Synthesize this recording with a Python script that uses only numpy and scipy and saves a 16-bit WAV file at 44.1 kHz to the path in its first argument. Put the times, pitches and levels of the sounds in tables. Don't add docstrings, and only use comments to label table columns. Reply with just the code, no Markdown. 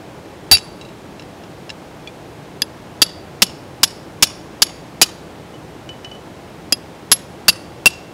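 import sys
import numpy as np
from scipy import signal
from scipy.io import wavfile

SR = 44100
rng = np.random.default_rng(int(sys.argv[2]) if len(sys.argv) > 2 else 0)


def store_wav(level_fs):
    pcm = np.round(np.clip(np.atleast_2d(level_fs), -1, 1) * 32767)
    wavfile.write(sys.argv[1], SR, pcm.T.astype(np.int16))


N = 358533
BAND_EDGES_HZ = 22 * 2 ** np.arange(0, 9.9, 1 / 3)


def from_db(db):
    return 10 ** (np.asarray(db) / 20)


def rms_one(x):
    return x / np.sqrt(np.mean(x ** 2) + 1e-20)


def at_hz(points, hz):
    table_hz, values = np.array(points).T
    return np.interp(np.log(hz), np.log(table_hz), values)


def add(out, start_s, sound):
    start = round(start_s * SR)
    out[start:start + len(sound)] += sound[:N - start]


def low_pass(x, hz):
    return signal.sosfilt(signal.butter(1, hz, fs=SR, output="sos"), x)


def fade(t, t60):
    return np.exp(-np.log(1000) * t / t60)


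def mode(t, hz, t60):
    sign = rng.choice([-1, 1])
    return sign * np.sin(2 * np.pi * hz * t) * fade(t, t60)


def noise_bands(size):
    settling = SR // 4
    for low, high in zip(BAND_EDGES_HZ, BAND_EDGES_HZ[1:]):
        band = signal.butter(2, [low, high], "band", fs=SR, output="sos")
        noise = signal.sosfilt(band, rng.standard_normal(size + settling))
        yield np.sqrt(low * high), noise[settling:]


def drift(rate):
    points = rng.standard_normal(N // 100)
    return np.interp(np.arange(N) / SR * rate, np.arange(len(points)), points)


# frequency in Hz, relative level in dB per Hz.
STREAM_SPECTRUM = [(15, -65.5), (25, -21.5), (75, -4), (178, 1), (240, -8), (274, 1), (349, -3), (389, -4),
                   (804, -8.5), (1200, -15.5), (2920, -22), (9300, -34.5), (15500, -42)]


def stream(level_db=-36.5, churn_db=0.18, churn_rate=22):
    rush = 0
    for hz, noise in noise_bands(N):
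        band_db = at_hz(STREAM_SPECTRUM, hz) + churn_db * drift(churn_rate)
        rush = rush + noise * from_db(band_db)
    return from_db(level_db) * rms_one(rush)


# frequency in Hz, relative level in dB per Hz.
CRUSH_SPECTRUM = [(40, -30), (120, -9.5), (300, -6.5), (900, -6), (1700, -1.5), (2200, -12.5), (2800, -6),
                  (4000, -4.5), (4800, 1), (5900, -11.5), (6900, -0.5), (9000, -15.5), (12000, -14),
                  (16000, -22.5)]
# frequency in Hz, time to fall by 60 dB in seconds.
CRUSH_DECAY = [(200, 0.027), (1500, 0.024), (3000, 0.038), (6000, 0.036), (14000, 0.035)]


def cracks(t, forces_db, stretch_per_db=0.1461):
    stretch = np.exp(stretch_per_db * np.maximum(forces_db, -20))[:, None]
    steady, dying = 0, 0
    for hz, noise in noise_bands(len(forces_db) * len(t)):
        band = from_db(at_hz(CRUSH_SPECTRUM, hz)) * noise.reshape(len(forces_db), -1)
        steady = steady + band
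        dying = dying + band * fade(t, at_hz(CRUSH_DECAY, hz) * stretch)
    return dying / np.std(steady)


def chatter(t, depth=0.0044, rate=400):
    wobble = np.interp(t * rate, np.arange(len(t)), rng.standard_normal(len(t)))
    return t + depth * np.cumsum(wobble) / SR


# family, frequency in Hz, level within the family in dB,
# basic time to fall by 60 dB in seconds.
STEEL_MODES = [("bend", 2716, 0, .052), ("shaft", 3892, -5, .052), ("shaft", 10004, -2, .038),
               ("shank", 4648, 0, .048), ("clang", 2480, -8, .03), ("clang", 2975, -6, .036),
               ("clang", 4560, -3, .03), ("clang", 5285, 0, .034), ("clang", 5430, -5, .026),
               ("clang", 5820, -9, .025), ("clang", 6800, -3, .031), ("clang", 8480, -13, .028),
               ("seat", 1720, -8, .03), ("seat", 3445, -1, .042), ("seat", 4780, 5, .032),
               ("seat", 6120, -6, .025), ("neck", 4940, 0, .052), ("neck", 3300, -9, .048),
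               ("neck", 6250, -10, .025), ("chime", 10015, 0, .04), ("chime", 10265, -2, .036),
               ("chime", 10590, -3, .036), ("chime", 12420, -14, .03), ("chime", 12700, -14, .035),
               ("chime", 13250, -15, .03), ("face", 11122, 0, .066)]
FAMILY_LEVELS = {"bend": 0, "shaft": -7, "shank": -1, "clang": -1, "seat": -8.5, "neck": -7, "chime": -7.5,
                 "face": -8}


def steel(t, favoured, lead_db, length, seats_s, seated_t60=0.021, scatter_db=1.26, detune=0.0013):
    grip = fade(np.maximum(t - seats_s, 0), seated_t60)
    ring = 0
    for family, hz, db, t60 in STEEL_MODES:
        family_db = FAMILY_LEVELS[family] + (lead_db if family in favoured else 0)
        gain = from_db(family_db + db + scatter_db * rng.standard_normal())
        if family == "face":
            ring += gain * mode(t, hz, t60)
        else:
            tuned_hz = hz * (1 + detune * rng.standard_normal())
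            ring += gain * grip * mode(chatter(t), tuned_hz, t60 * length)
    return ring


# start in seconds, force in dB, thud level in dB, thud frequency in Hz, ring length factor,
# seconds until the steel seats again, mode families the blow favours, their lead in dB.
HAMMER_BLOWS = [(0.5134, 0.5, -3, 91.6, 2.15, 0.049, "shaft shank", 15.5),
                (2.6198, -15, -22, 270, 0.65, .03, "seat neck", 15),
                (3.0179, -1, -5, 310, 0.64, .025, "shank seat neck", 17.5),
                (3.4202, -0.5, -3.5, 200, 0.97, 0.0053, "bend clang seat neck", 10),
                (3.8321, -1, -24, 150, 0.85, 0.0051, "clang neck chime", 12.5),
                (4.2247, 0.5, -9.5, 204, 0.85, 0.0075, "clang seat neck chime", 15),
                (4.62, -1, -24, 272, .59, 0.0078, "shank clang seat neck chime", 15.5),
                (5.0149, 1, 4, 380, 1.06, 0.027, "clang neck chime", 10),
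                (6.724, -8, -8.5, 305, 0.81, .04, "neck", 15.5),
                (7.1160, 0, 0, 264, 0.66, 0.041, "neck chime face", 13),
                (7.4820, 0, -6.5, 177, 1.03, .019, "bend shaft shank neck chime", 10.5),
                (7.8580, 0, -17, 165, 1.4, 0.017, "bend", 16)]


def blows(crack_db=13.5, thud_cycles=9):
    out, t = np.zeros(N), np.arange(SR // 6) / SR
    crushed = cracks(t, [blow[1] for blow in HAMMER_BLOWS])
    for blow, crack in zip(HAMMER_BLOWS, crushed):
        start_s, force_db, thud_db, thud_hz, length, seats_s, favoured, lead_db = blow
        clink = from_db(crack_db) * crack + steel(t, favoured, lead_db, length, seats_s)
        thud = mode(t, thud_hz, thud_cycles / thud_hz)
        add(out, start_s, from_db(force_db) * clink + from_db(thud_db) * thud)
    return out


# start in seconds, force in dB.
HAMMER_REBOUNDS = [(.5317, -16), (.551, -17), (.570, -21), (0.583, -30), (5.030, -13)]


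def rebounds(crack_db=7, dull_hz=5000):
    out, t = np.zeros(N), np.arange(SR // 6) / SR
    crushed = cracks(t, [force_db for start_s, force_db in HAMMER_REBOUNDS])
    for (start_s, force_db), crack in zip(HAMMER_REBOUNDS, crushed):
        ring = steel(t, favoured="shaft clang", lead_db=8, length=1, seats_s=0.014)
        add(out, start_s, from_db(force_db) * (from_db(crack_db) * crack + ring))
    return low_pass(out, dull_hz)


# delay in seconds, spread in seconds (time to fall to about a third),
# level before dulling in dB, frequency in Hz above which it is dull.
ROCK_ECHOES = [(0.044, 0.0045, -42.5, 11300), (0.073, 0.0076, -44, 5000)]


def rock_faces(x, tail_db=-38, tail_t60=0.53, tail_delay=0.024, tail_hz=7000):
    t = np.arange(SR) / SR

    def scatter(delay, t60):
        burst = rng.standard_normal(len(t)) * (t > delay) * fade(np.abs(t - delay), t60)
        return burst / np.linalg.norm(burst)

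    reflections = from_db(tail_db) * low_pass(scatter(tail_delay, tail_t60), tail_hz)
    for delay, spread, db, hz in ROCK_ECHOES:
        echo = scatter(delay, spread * np.log(1000))
        reflections = reflections + from_db(db) * low_pass(echo, hz)
    return signal.fftconvolve(x, reflections)[:N]


# start in seconds, what rings, level in dB before the soft contact dulls it.
LIGHT_TOUCHES = [(0.8124, "tool", -32), (.8498, "tool", -39), (0.888, "tool", -43), (1.1960, "grit", -33),
                 (1.222, "grit", -39), (1.4375, "grit", -41), (1.694, "grit", -28), (1.7020, "grit", -24),
                 (2.0738, "stone", -30.5), (5.5400, "hammer", -44.5), (5.8909, "hammer", -30),
                 (6.046, "hammer", -31), (6.046, "grit", -32), (6.1146, "hammer", -34),
                 (6.15, "hammer", -42)]
TOUCH_RINGS = {"tool": [(2740, -2.5, 0.072), (3910, -0.5, 0.08), (5250, -8, .06), (6850, -14, .05),
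               (8540, -8, .05)], "grit": [(1710, -5.5, 0.031), (2765, 3.5, 0.02), (3945, -3.5, 0.044),
               (5280, 2.5, 0.025), (6870, -12, 0.05)], "stone": [(2410, 2.5, 0.067), (3410, 6, 0.045),
               (4480, -8, 0.055), (5599, -22, .05)], "hammer": [(2480, -10, .06), (2985, 4, 0.15),
               (3840, -28, .06), (4500, -9, 0.033), (5730, -3, 0.024), (7760, -22, .04)]}


def touches(scuff_db=-4, scuff_t60=0.04, contact_hz=8000):
    out, t = np.zeros(N), np.arange(SR // 5) / SR
    scuff_band = signal.butter(2, [2000, 7000], "band", fs=SR, output="sos")
    for start_s, body, level_db in LIGHT_TOUCHES:
        rubbing = rms_one(signal.sosfilt(scuff_band, rng.standard_normal(len(t))))
        scuff = rubbing * fade(t, scuff_t60)
        ring = sum(from_db(db) * mode(t, hz, t60) for hz, db, t60 in TOUCH_RINGS[body])
        add(out, start_s, from_db(level_db) * (ring + from_db(scuff_db) * scuff))
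    return low_pass(low_pass(out, contact_hz), contact_hz)


def scene():
    water = stream()
    work = blows() + rebounds() + touches()
    return (water + work + rock_faces(work))[None]


def record(dry, ceiling=0.72, cutoff_hz=15800):
    fine = signal.resample_poly(dry, 2, 1, axis=-1)
    clipped = signal.resample_poly(np.clip(fine, -ceiling, ceiling), 1, 2, axis=-1)
    top_cut = signal.firwin(201, cutoff_hz, fs=SR)
    return signal.fftconvolve(clipped, top_cut[None], mode="same", axes=-1)


dry = scene()
out = record(dry)
store_wav(out)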